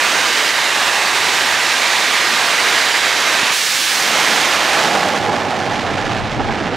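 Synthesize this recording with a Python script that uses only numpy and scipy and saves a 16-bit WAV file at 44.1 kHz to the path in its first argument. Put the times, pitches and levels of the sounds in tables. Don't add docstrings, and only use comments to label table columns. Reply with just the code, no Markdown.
import sys
import numpy as np
from scipy import signal
from scipy.fft import rfft, irfft, next_fast_len
from scipy.io import wavfile
from scipy.ndimage import uniform_filter1d, map_coordinates

SR = 44100
rng = np.random.default_rng(int(sys.argv[2]) if len(sys.argv) > 2 else 0)


def transcribe(u):
    v = np.clip(np.atleast_2d(u).T, -1, 1)
    q = np.round(v * 32767).astype(np.int16)
    wavfile.write(sys.argv[1], SR, q)


N = 298116
TIME = np.arange(N) / SR

LAUNCH_S, LEAP_S, ACCEL_M_PER_S2 = 3.505, 0.035, 19.3
LANE_M, BEHIND_M = 4.67, 2.9
# f/Hz, width/Hz, gain/dB
RESONANCES = [(930, 91, -1.5), (1460, 150, -0.5), (1725, 90, 3)]


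def amp(db):
    return 10 ** (np.asarray(db) / 20)


def unit(x):
    return x / np.sqrt(np.mean(x ** 2) + 1e-20)


def along(points, hz):
    f, values = np.transpose(points)
    return np.interp(np.log(hz + 1), np.log(f + 1), values)


def ramp(start_s, end_s):
    return np.clip((TIME - start_s) / max(end_s - start_s, 1e-3), 0, 1)


def swell(at_s, half_s):
    return np.exp(-((TIME - at_s) / half_s) ** 2)


def wobble(rate):
    knots = rng.standard_normal(int(N * rate / SR) + 4)
    return map_coordinates(knots, [TIME * rate], mode="nearest")


def filtered(x, response):
    size = next_fast_len(N + 8192)
    return irfft(rfft(x, size) * response(np.fft.rfftfreq(size, 1 / SR)), size)[..., :N]


def reshaped(x, gain_db):
    hz, t, spectra = signal.stft(x, SR, nperseg=512)
    return signal.istft(spectra * amp(gain_db(hz[:, None], t)), SR, nperseg=512)[1][:N]


def coloured(x, spectrum, bands=()):
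    def humps_db(hz):
        return sum(db * np.exp(-2 * ((hz - centre) / width) ** 2) for centre, width, db in bands)
    return unit(filtered(x, lambda hz: amp(along(spectrum, hz) + humps_db(hz))))


def turbulence(rate, depth_db):
    return unit(rng.standard_normal(N) * amp(depth_db * wobble(rate)))


def nozzles():
    running_s = np.maximum(TIME - LAUNCH_S, 0)
    ahead_m = np.maximum(0.5 * ACCEL_M_PER_S2 * running_s ** 2 - BEHIND_M, 0)
    return np.hypot(ahead_m, LANE_M), np.degrees(np.arctan2(LANE_M, ahead_m))


def inside(cone_deg, angle, steepness=7):
    return 1 / (1 + (angle / cone_deg) ** steepness)


def beamed_db(beside_db, cone_db, cone_deg, doubling_db):
    distance, angle = nozzles()
    return beside_db + cone_db * inside(cone_deg, angle) + doubling_db * np.log2(distance / LANE_M)


def side_on():
    return ramp(LAUNCH_S, LAUNCH_S + LEAP_S) * (1 - ramp(3.9, 4.15))


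def swells_and_dips():
    # t/s, half-length/s, roar/dB, rumble/dB, boom/dB
    surges = [(4.25, 0.34, -0.5, 7.5, 0.8), (5.223, 0.033, -4.5, -1, 14), (5.293, 0.047, 1.5, 2, 5),
              (5.537, 0.031, 2.5, -7, -2), (6.283, 0.021, -3, 0, -7), (6.403, 0.014, 8, 5, -1),
              (6.5, 0.014, 6, 3, 5), (6.72, 0.17, 0.5, 4, -7)]
    return sum(np.outer(gains_db, swell(at_s, half_s)) for at_s, half_s, *gains_db in surges)


def through_air(x, pivot_hz=2500):
    distance, angle = nozzles()
    db_per_10khz = -16 * (np.abs(distance - LANE_M) / 100) ** 0.71 - 4 * inside(10.5, angle)
    return reshaped(x, lambda hz, t: np.interp(t, TIME, db_per_10khz) * (hz - pivot_hz) / 10000)


def through_hot_air(x, depth_db):
    def patches_db(hz, t):
        field = rng.standard_normal((len(hz), len(t)))
        bands = uniform_filter1d(field, size=3, axis=0)
        return depth_db * unit(uniform_filter1d(bands, size=45, axis=1))
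    return reshaped(x, patches_db)


def microphones(x):
    # f/Hz, likeness/0-1
    agreement = [(150, 0.97), (400, 0.92), (900, 0.99), (4000, 1), (9000, 0.98), (14000, .9)]
    # f/Hz, left minus right/dB
    balance = [(150, -5.5), (400, -4), (3000, -4.5), (8000, -4), (14000, -3.5)]
    diffuse = signal.fftconvolve(x, rng.standard_normal(512) / np.sqrt(512))[:N]
    side = filtered(diffuse, lambda hz: np.sqrt((1 - along(agreement, hz)) / (1 + along(agreement, hz))))
    gains = lambda hz: 2 / (1 + amp(np.outer([-1, 1], along(balance, hz))))
    return filtered(np.array([x + side, x - side]), gains)


def port_pair(spectrum, likeness):
    mid, side = [coloured(noise, spectrum) for noise in rng.standard_normal((2, N))]
    side = side * np.sqrt((1 - likeness) / (1 + likeness))
    return np.array([mid + side, mid - side])


def shaken_camera(surge_db, side_on_db=-6):
    # f/Hz, level/dB
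    boom_spectrum = [(20, -50), (58, -18), (80, -2.5), (100, 3), (118, 2), (140, -4.5), (250, -27),
                     (1000, -120)]
    # f/Hz, level/dB
    buffet_spectrum = [(10, -3), (25, 7), (40, 16), (60, -3), (110, -38), (600, -120)]
    wash = swell(at_s=6.3, half_s=0.3)
    boom_db = beamed_db(beside_db=-51, cone_db=7.5, cone_deg=8.5, doubling_db=3.5) + 2 * wash + surge_db
    buffet_db = beamed_db(beside_db=-63, cone_db=2, cone_deg=11, doubling_db=3.8) + 7 * wash
    boom = port_pair(boom_spectrum, likeness=0.4) * amp(boom_db) * amp([[0.8], [-1.1]])
    buffet = port_pair(buffet_spectrum, likeness=-0.3) * amp(buffet_db)
    return (boom + buffet) * amp(side_on_db * side_on())


def waiting_jets(level_db=-14.5, flutter_db=0.5, rasp_hz=3500, rasp_width_hz=1800):
    # f/Hz, level/dB
    spectrum = [(65, -52), (110, -27), (133, -23.5), (160, -18), (323, -11), (577, -7.5), (968, -2),
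                (1320, -8.5), (1630, -1.5), (2040, -1.5), (3800, -7), (6930, -13.5), (12900, -28.5),
                (15500, -35)]
    # f/Hz, width/Hz, gain/dB
    reflections = [(890, 180, 0), (1190, 80, 4), (1334, 180, 4), (1586, 55, 3), (1880, 60, 1),
                   (3300, 240, -0.5), (3830, 370, 2), (4570, 37, 5.5)]
    roar = coloured(turbulence(rate=250, depth_db=-0.26), spectrum, reflections)
    rasp_db = lambda hz, t: (-0.5 + 0.04 * t) * np.exp(-((hz - rasp_hz) / rasp_width_hz) ** 2)
    roar = through_hot_air(reshaped(roar, rasp_db), depth_db=0.97)
    sag_db = -1.34 * ramp(0.46, 0.53) * (1 - ramp(0.53, 1.34))
    waiting = np.sqrt(1 - ramp(LAUNCH_S, LAUNCH_S + LEAP_S))
    return roar * amp(level_db + sag_db + flutter_db * wobble(35.33)) * waiting


def passing_jets(level_db=-16):
    # f/Hz, level/dB
    spectrum = [(65, -61), (110, -26), (141, -20.5), (710, -10), (891, -7), (1070, -9), (1190, -6),
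                (1350, -7.5), (1800, -1.5), (1920, -3.5), (3900, -4), (6650, -8), (15500, -24.5)]
    return coloured(rng.standard_normal(N), spectrum) * amp(level_db) * np.sqrt(side_on())


def light_afterburners(roar, width_s=0.0012):
    # t/s, pop level/dB, dip in the roar/0-1
    ignitions = [(3.433, -20, 0.2), (3.509, -27, 0.1)]
    for at_s, pop_db, dip in ignitions:
        offset = (TIME - at_s) / width_s
        bell = np.exp(-offset ** 2 / 2)
        pop = amp(pop_db) * (1 - offset ** 2) * bell
        roar = roar * (1 - dip * bell) + pop
    return roar


def flame_roar(surge_db):
    # f/Hz, level/dB
    spectrum = [(40, -60), (180, -24), (380, -11), (600, -1.5), (850, -0.5), (1000, -6.5), (1500, -10.5),
                (3000, -40), (8000, -120)]
    level_db = beamed_db(beside_db=-24, cone_db=10.5, cone_deg=26, doubling_db=-3) + surge_db
    return coloured(turbulence(rate=83, depth_db=1.65), spectrum, RESONANCES) * amp(level_db)


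def hollow_ring(surge_db):
    # f/Hz, level/dB
    spectrum = [(400, -60), (690, -16), (760, -2.5), (820, 0), (865, -4), (915, -20), (1600, -60),
                (5000, -120)]
    level_db = beamed_db(beside_db=-35, cone_db=26, cone_deg=20.5, doubling_db=-6) + surge_db
    return_db = 7 * ramp(6, 7.2)
    return coloured(rng.standard_normal(N), spectrum) * amp(level_db + return_db)


def eddy_rumble(surge_db):
    # f/Hz, level/dB
    spectrum = [(40, -45), (95, -39), (145, -2), (215, 2.5), (340, -0.5), (500, -2.5), (1000, -48),
                (4000, -120)]
    level_db = beamed_db(beside_db=-38, cone_db=15, cone_deg=21, doubling_db=-1.17) + surge_db
    return coloured(rng.standard_normal(N), spectrum) * amp(level_db)


def shock_crackle(shocks_per_s=3500, scatter_db=2.0):
    # f/Hz, level/dB
    spectrum = [(40, -75), (250, -12), (700, -4.5), (1100, -1), (2100, -0.5), (3200, -3.5), (6500, -10),
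                (10000, -20), (13500, -25), (16000, -34)]
    on_axis = 0.33 + 0.57 * ramp(4.7, 5.3)
    struck = rng.random(N) < shocks_per_s / SR
    fronts = struck * amp(scatter_db * rng.standard_normal(N))
    shocks = np.sqrt(on_axis) * unit(fronts - fronts.mean())
    hiss = np.sqrt(1 - on_axis) * rng.standard_normal(N)
    clusters = amp(on_axis * (1.77 * wobble(330) + 1.1 * wobble(55) + 0.6 * wobble(12)))
    crackle = through_air(coloured((shocks + hiss) * clusters, spectrum, RESONANCES))
    level_db = beamed_db(beside_db=-13.5, cone_db=-6.8, cone_deg=13, doubling_db=-1.18)
    lull_db = -2.5 * swell(at_s=6.39, half_s=0.11)
    return crackle * amp(level_db + lull_db)


def scene():
    roar_db, rumble_db, boom_db = swells_and_dips()
    start_line = light_afterburners(waiting_jets() + passing_jets())
    exhausts = flame_roar(roar_db) + hollow_ring(roar_db) + eddy_rumble(rumble_db) + shock_crackle()
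    in_view = np.sqrt(ramp(3.886, 4.22))
    return microphones(start_line + exhausts * in_view) + shaken_camera(boom_db)


def record(dry, ceiling=0.8, top_hz=15720):
    rounded = dry / (1 + np.abs(dry / ceiling) ** 6) ** (1 / 6)
    return filtered(rounded, lambda hz: hz < top_hz)


dry = scene()
out = record(dry)
transcribe(out)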